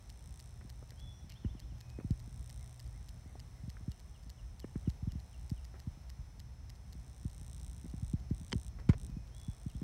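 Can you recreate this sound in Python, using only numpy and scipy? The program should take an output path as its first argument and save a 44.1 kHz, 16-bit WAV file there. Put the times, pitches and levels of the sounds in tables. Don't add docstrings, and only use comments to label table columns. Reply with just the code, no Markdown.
import sys
import numpy as np
from scipy import signal
from scipy.fft import rfft, irfft, next_fast_len
from scipy.io import wavfile
from scipy.ndimage import uniform_filter1d

SR = 44100
rng = np.random.default_rng(int(sys.argv[2]) if len(sys.argv) > 2 else 0)


def master(y):
    cut = np.clip(np.atleast_2d(y).T, -1, 1)
    pcm = np.round(cut * 32767)
    wavfile.write(sys.argv[1], SR, pcm.astype(np.int16))


N = 433503
TIME = np.arange(N) / SR


def gain_of(db):
    return 10 ** (np.asarray(db) / 20)


def evened(x):
    return x / np.sqrt(np.mean(x ** 2) + 1e-20)


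def peaked(x):
    return x / abs(x).max()


def gains_at(colour, hz):
    frequencies, db = np.transpose(colour)
    return gain_of(np.interp(np.log(hz + 1), np.log(frequencies), db))


def curve(rows, times=TIME):
    return np.interp(times, *np.transpose(rows))


def add(mix, s, sound):
    part = mix[max(round(s * SR), 0):][:len(sound)]
    part += sound[:len(part)]


def noise(colour, size):
    white = rfft(rng.standard_normal(size))
    return evened(irfft(white * gains_at(colour, np.fft.rfftfreq(size, 1 / SR)), size))


def drift(per_s):
    points = rng.standard_normal(int(N / SR * per_s) + 2)
    return evened(np.interp(TIME * per_s, np.arange(len(points)), points))


def moments(count):
    return (np.arange(count) + rng.random(count)) * N / SR / count


def ring(colour, size=1024):
    log_gain = np.log(gains_at(colour, abs(np.fft.fftfreq(size, 1 / SR))))
    spectrum = np.exp(np.conj(signal.hilbert(log_gain)))
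    return peaked(np.fft.ifft(spectrum).real)


def rattle(click, tail_db, t60, size=400):
    tail = rng.standard_normal(size) * gain_of(-60 * np.arange(size) / SR / t60)
    tail = gain_of(tail_db) * tail / np.linalg.norm(tail)
    return signal.fftconvolve(np.r_[1, np.zeros(10), tail], click)


# (frequency [Hz], relative level [dB])
AIR_COLOUR = [(150, 1.5), (300, -1), (480, -1.5), (760, 1), (1100, -5), (1600, -8), (2000, -7), (2900, -13),
              (4100, -11.5), (5000, -16.5), (7000, -16.5), (9500, -16), (11000, -22.5), (15500, -24)]

def air(level_db=-67, swell_db=.5):
    hush = noise(AIR_COLOUR, next_fast_len(N))[:N]
    return hush * gain_of(level_db + swell_db * drift(per_s=3.055))


# (frequency [Hz], relative level [dB])
RUMBLE_COLOUR = [(15, -31), (28, -17), (42, -1.5), (60, 4.5), (85, -4), (125, -7.5), (170, -16), (250, -24),
                 (400, -38.5), (800, -81)]
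# (time [s], level [dB])
HAND_MOTION = [(0, -53.5), (.5, -51), (1.6, -51.5), (2.5, -51), (3.3, -50.5), (4.2, -53), (4.8, -50),
               (5.6, -53.5), (6.6, -52.5), (7.3, -51), (7.9, -46.5), (8.6, -47.5), (9, -44), (9.4, -54.5),
               (9.83, -53)]

def hand_rumble(boost_db=2, lumps_db=2):
    rumble = noise(RUMBLE_COLOUR, next_fast_len(N))[:N]
    return rumble * gain_of(curve(HAND_MOTION) + boost_db + lumps_db * drift(per_s=24))


# (time [s], pulse level before the boost [dB])
DRIVE_RUNS = [
    [(0, -64.5), (.38, -53), (.58, -62.5), (1.1, -63), (1.27, -70)],
    [(1.8, -73.5), (2.5, -51.5), (2.9, -59), (3.55, -68), (3.95, -62.5), (4.55, -68), (4.83, -60.5),
     (4.93, -74)],
    [(5.15, -74), (5.3, -61), (5.57, -59), (5.72, -75)],
    [(6.68, -76), (6.92, -63.5), (7.35, -53.5), (7.6, -51.5), (7.93, -57), (8.14, -51)],
    [(8.345, -54.5), (8.69, -50)],
    [(8.975, -51.5), (9.072, -49)],
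    [(9.345, -52.5), (9.83, -61.5)],
]
# (frequency [Hz], relative level [dB])
PULSE_COLOUR = [(1500, -27.5), (2900, -13), (3800, -4), (4800, -20.5), (5500, -5.5), (6050, -1),
                (6750, -14), (7400, -7), (8400, 2), (9300, -0.5), (10100, -22.5), (11200, -13.5),
                (13000, -18.5), (15500, -20)]

def lens_buzz(boost_db=9.0, jitter_db=1.46, frame_s=.0333577, pulse_at_s=(.00825, .02605)):
    times = (np.arange(0, N / SR, frame_s)[:, None] + pulse_at_s).ravel()
    drive = sum(gain_of(np.interp(times, *np.transpose(run), left=-np.inf, right=-np.inf))
                for run in DRIVE_RUNS)
    strengths = drive * gain_of(jitter_db * rng.standard_normal(len(times)))
    pulses, offsets = np.zeros(N), np.arange(-4, 4)
    for s, strength in zip(times, strengths):
        fraction = s * SR - round(s * SR)
        add(pulses, s, strength * np.sinc(offsets - fraction))
    click = rattle(ring(PULSE_COLOUR), tail_db=-19.0, t60=0.0063)
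    return gain_of(boost_db) * signal.oaconvolve(pulses, click)[:N]


# (time [s], pitch [Hz])
CRICKET_PITCH = [(0, 5284), (2.3, 5286), (4.6, 5280), (5.8, 5267), (6.9, 5270), (7.3, 5300), (9.83, 5303)]
# (start [s], end [s])
CRICKET_RESTS = [(.71, .74), (1.99, 2.02), (3.27, 3.35), (3.41, 3.44), (4.55, 4.58), (5.83, 5.86),
                 (8.41, 8.48), (9.67, 9.7)]

def tree_cricket(level_db=-75, flutter_db=1.0, octave_db=-21):
    hz = curve(CRICKET_PITCH) + 4 * drift(per_s=20) + 13 * drift(per_s=160)
    phase = 2 * np.pi * np.cumsum(hz) / SR
    tone = np.sin(phase) + gain_of(octave_db) * np.sin(2 * phase)
    resting = sum((TIME > start) & (TIME < end) for start, end in CRICKET_RESTS)
    singing = uniform_filter1d(1.0 - resting, size=300)
    return singing * gain_of(level_db + flutter_db * drift(per_s=77)) * tone


def far_crickets(level_db=-78, centre_hz=5950, wobbles_per_s=750):
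    phase = 2 * np.pi * centre_hz * TIME
    hiss = drift(wobbles_per_s) * np.cos(phase) + drift(wobbles_per_s) * np.sin(phase)
    return gain_of(level_db) * evened(hiss)


# (time [s], level [dB])
HUM_LEVEL = [(0, -64.5), (1.5, -56.5), (1.9, -51.5), (2.6, -50.5), (3.3, -57), (4, -69), (6.3, -59.5),
             (6.7, -53), (7.2, -61)]

def hum(pitch_hz=119.0, waver_hz=1.64):
    hz = pitch_hz + waver_hz * drift(per_s=5.5)
    return gain_of(curve(HUM_LEVEL)) * np.sin(2 * np.pi * np.cumsum(hz) / SR)


# (time [s], level [dB])
BEAT_LEVEL = [(0, -41), (6.7, -41), (7.1, -52.5), (9.83, -51)]
# (time [s], level [dB], kick-off click against that level, before its boost [dB])
OFFBEAT_STEPS = [(0.9065, -41.5, -25), (1.3218, -43, -20), (1.3409, -51, -25), (1.811, -41.5, -8),
                 (2.1086, -41, -25), (3.0911, -41.5, -10), (3.918, -41, -18), (5.1207, -42, -25),
                 (5.651, -43.5, -9), (6.931, -43, -8)]
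# (frequency [Hz], relative level [dB])
STEP_COLOUR = [(1200, -30.5), (1900, -1.5), (2450, -14.5), (2900, -3), (3500, -8.5), (4300, -0.5),
               (5300, 0.5), (6100, -8), (7400, -4.5), (8400, -13.5), (10000, -17), (12200, -7.5),
               (13400, -29), (15500, -20)]

def lens_ticks(first_s=.1011, beat_s=.30001, settle_s=.19, faint_db=-53,
               usual_kick_db=-7.5, kick_boost_db=2.5, travel_s=.0049, boost_db=1):
    steps = list(OFFBEAT_STEPS)
    for s in np.arange(first_s, N / SR, beat_s):
        since = min([settle_s] + [s - extra_s for extra_s, _, _ in OFFBEAT_STEPS if extra_s < s])
        steps.append((s, curve(BEAT_LEVEL, s) + 20 * np.log10(since / settle_s), usual_kick_db))
    steps += [(s, faint_db, usual_kick_db) for s in moments(count=7)]
    out, click = np.zeros(N), ring(STEP_COLOUR)
    for s, db, kick_db in steps:
        landing = rattle(click, tail_db=-6.0, t60=0.0062)
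        kick = rattle(click, tail_db=-2.5, t60=0.0056)
        add(out, s - travel_s, gain_of(db + kick_db + kick_boost_db) * kick)
        add(out, s, gain_of(db) * landing)
    return gain_of(boost_db) * out


def thump(soft_ms, sweep=1.369, swell=3, bloom=1.75, fade=17):
    age = np.arange(4000) / SR * 1e3 / soft_ms
    loudness = (age / swell / (1 + (age / swell) ** 2)) ** bloom * np.exp(-(age / fade) ** 2)
    spread = 1 + 0.088 * rng.standard_normal()
    swoop = loudness * np.sin(2 * np.pi * (sweep * spread * np.log1p(age) + rng.random()))
    flesh = signal.butter(N=4, Wn=850 / soft_ms, fs=SR, output="sos")
    return peaked(signal.sosfilt(flesh, swoop))


# (time [s], peak level [dB], softness [ms])
FIRM_TAPS = [(1.445, -28.5, 1.93), (1.453, -30.5, 3), (1.547, -42.5, 2.03), (1.986, -35, 1.11),
             (2.043, -30, 2.4), (2.104, -21.5, 2.35), (3.631, -36.5, 3.3), (3.676, -34, 2.46),
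             (3.877, -29.5, 2.35), (4.642, -33.5, 1.1), (4.755, -29, 1.9), (4.873, -22.5, 2.17),
             (5.023, -30.5, 3), (5.07, -26, 2.7), (5.151, -32, 2.4), (5.513, -27, 2.58), (5.869, -30, 2.6),
             (6.183, -37.5, 4.3), (7.249, -29, 2.4), (7.855, -40, 1.6), (7.936, -33.5, 1.93),
             (8.022, -28.5, 3.4), (8.134, -23, 2.34), (8.307, -24.5, 2.25), (8.409, -35, 2.6),
             (8.529, -30.5, 1.58), (8.55, -25.5, 2.63), (8.89, -12.5, 2.17), (9.165, -31.5, 2.4),
             (9.479, -29.5, 2.8), (9.659, -30, 2.5), (9.748, -33.5, 2.6), (9.815, -31, 2)]

def finger_taps(light_db=7, light_soft_ms=2.26, graze_db=-9, graze_soft_ms=1.143):
    out = np.zeros(N)
    light_taps = [(s, curve(HAND_MOTION, s) + light_db, light_soft_ms) for s in moments(count=14)]
    for s, db, soft_ms in list(FIRM_TAPS) + light_taps:
        add(out, s, gain_of(db) * thump(soft_ms))
        skin_db = db + graze_db - (soft_ms / graze_soft_ms) ** 4
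        add(out, s, gain_of(skin_db) * rub(t60=0.028, edge_hz=2500))
    return out


# (frequency [Hz], relative level [dB])
SKIN_COLOUR = [(150, 4), (420, 5.5), (900, -0.5), (1250, -2), (2100, -2.5), (2800, -12.5), (4500, -15),
               (8000, -21), (12000, -32)]

def rub(t60, edge_hz, grain_db=3, attack_s=0.00069, level_db=-6):
    t = np.arange(8000) / SR
    grains = gain_of(grain_db * evened(uniform_filter1d(rng.standard_normal(len(t)), size=70)))
    loudness = (1 - np.exp(-t / attack_s)) * gain_of(level_db - 60 * t / t60)
    treble_cut = signal.butter(N=5, Wn=edge_hz, fs=SR, output="sos")
    return signal.sosfilt(treble_cut, noise(SKIN_COLOUR, len(t)) * grains * loudness)


# (time [s], relative level [dB], fade time t60 [s], treble limit [Hz])
SLIDES = [(.611, -46.5, .04, 2300), (.825, -42, 0.038, 1280), (.918, -50, .045, 2500),
          (1.999, -40.5, .025, 2600), (2.007, -38, .025, 1090), (3.352, -42.5, .045, 1000),
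          (3.768, -42, 0.025, 2370), (5.74, -52, 0.2, 2600), (8.535, -31.5, 0.11, 390),
          (8.786, -49, 0.16, 2500), (8.89, -28, .065, 11000), (8.931, -36.5, 0.057, 6500),
          (9.02, -44, .3, 376)]

def finger_scuffs():
    out = np.zeros(N)
    for s, db, t60, edge_hz in SLIDES:
        add(out, s, gain_of(db) * rub(t60, edge_hz))
    return out


SCOOP_HZ, FALL_HZ = (3100, 3430, 3400, 3420, 3446), (3547, 3150, 2896, 2800, 2680)
RISE_HZ, ARCH_HZ = (3000, 3380, 3700), (1790, 2180, 1805)
SHORT_NOTE_S = .0369
# (time [s], whistle length [s], trill start [s], level [dB])
BIRD_SONGS = [(.966, 0.18, 1.301, -61.5), (9.32, .21, 9.685, -66.5)]

def song_notes(pairs=4, pair_s=.131, rise_after_s=.049, trill_db=-3, fade_db_per_s=24):
    notes = []
    for start, length, trill_s, db in BIRD_SONGS:
        notes.append((start, length, SCOOP_HZ, db))
        for age in pair_s * np.arange(pairs):
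            level = db + trill_db - fade_db_per_s * age
            notes.append((trill_s + age, SHORT_NOTE_S, FALL_HZ, level))
            notes.append((trill_s + age + rise_after_s, SHORT_NOTE_S, RISE_HZ, level))
    return notes


# (time [s], length [s], pitch [Hz], level [dB])
FLAT_WHISTLES = [(1.111, 0.1, 5780, -67), (1.78, 0.27, 2516, -73), (9.02, 0.25, 2500, -79)]
ARCH_TIMES = [2.573, 2.92, 3.241, 3.53]

def call_notes(arch_s=.09, arch_db=-73.5, first_chip_s=3.902, chip_every_s=.237, chip_db=-69.5):
    whistles = [(s, length, (hz, hz), db) for s, length, hz, db in FLAT_WHISTLES]
    arches = [(s, arch_s, ARCH_HZ, arch_db) for s in ARCH_TIMES]
    chips = [(first_chip_s + k * chip_every_s, SHORT_NOTE_S, FALL_HZ, chip_db) for k in range(8)]
    return whistles + arches + chips


# (frequency [Hz], relative level [dB])
BIRD_RASP_COLOUR = [(1200, -15), (2300, -2), (3200, -8), (4400, -3), (5200, -27), (9000, -50)]

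def bird_rasp(length_s=.067, level_db=-64):
    size = 2 * int(length_s * SR / 2)
    return gain_of(level_db) * noise(BIRD_RASP_COLOUR, size) * np.hanning(size)


def birds(rasp_at_s=1.28, echo_db=-5, echo_t60=0.72, quaver_hz=22, flutter_db=1):
    out, quaver = np.zeros(N), quaver_hz * drift(per_s=230)
    for s, length, shape, db in song_notes() + call_notes():
        progress = np.linspace(0, 1, int(length * SR))
        hz = np.interp(progress, np.linspace(0, 1, len(shape)), shape)
        hz += np.interp(s + progress * length, TIME, quaver)
        loudness = gain_of(db) * np.sqrt(abs(np.sin(np.pi * progress)))
        add(out, s, loudness * np.sin(2 * np.pi * np.cumsum(hz) / SR))
    add(out, rasp_at_s, bird_rasp())
    out *= gain_of(flutter_db * drift(per_s=160))
    t = np.arange(SR // 2) / SR
    echo = rng.standard_normal(len(t)) * gain_of(-60 * t / echo_t60)
    return out + gain_of(echo_db) * signal.oaconvolve(out, echo / np.linalg.norm(echo))[:N]


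# (time [s], peak level [dB])
GRIP_SNAPS = [(8.5202, -31.5), (8.5285, -20)]
# (pitch [Hz], relative level [dB], fade time t60 [s])
CASE_TONES = [(442, -10.5, 0.042), (930, -4, 0.017), (2050, 1.5, 0.0062), (3080, 3, 0.0095),
              (4220, -2, 0.0049), (5180, -1, 0.0058), (6130, -12, 0.013), (7780, -6, 0.0031)]

def case_snaps(crack_db=-5, crack_t60=0.0091):
    out, t = np.zeros(N), np.arange(2000) / SR
    treble_cut = signal.butter(N=6, Wn=8500, fs=SR, output="sos")
    for s, db in GRIP_SNAPS:
        ringing = sum(gain_of(tone_db - 60 * t / t60) * np.sin(2 * np.pi * (hz * t + rng.random()))
                      for hz, tone_db, t60 in CASE_TONES)
        crack = rng.standard_normal(len(t)) * gain_of(crack_db - 60 * t / crack_t60)
        add(out, s, gain_of(db) * peaked(signal.sosfilt(treble_cut, ringing + crack)))
    return out


def scene():
    camera = lens_ticks() + lens_buzz() + finger_taps() + finger_scuffs() + case_snaps()
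    garden = birds() + tree_cricket() + far_crickets() + hum() + air()
    return (camera + garden + hand_rumble())[None]


def record(dry, low_hz=30, high_hz=15850):
    bass_cut = signal.butter(N=3, Wn=low_hz, btype="high", fs=SR, output="sos")
    treble_cut = signal.firwin(511, high_hz, window=("kaiser", 9), fs=SR)
    return signal.oaconvolve(signal.sosfilt(bass_cut, dry), treble_cut[None], "same")


dry = scene()
out = record(dry)
master(out)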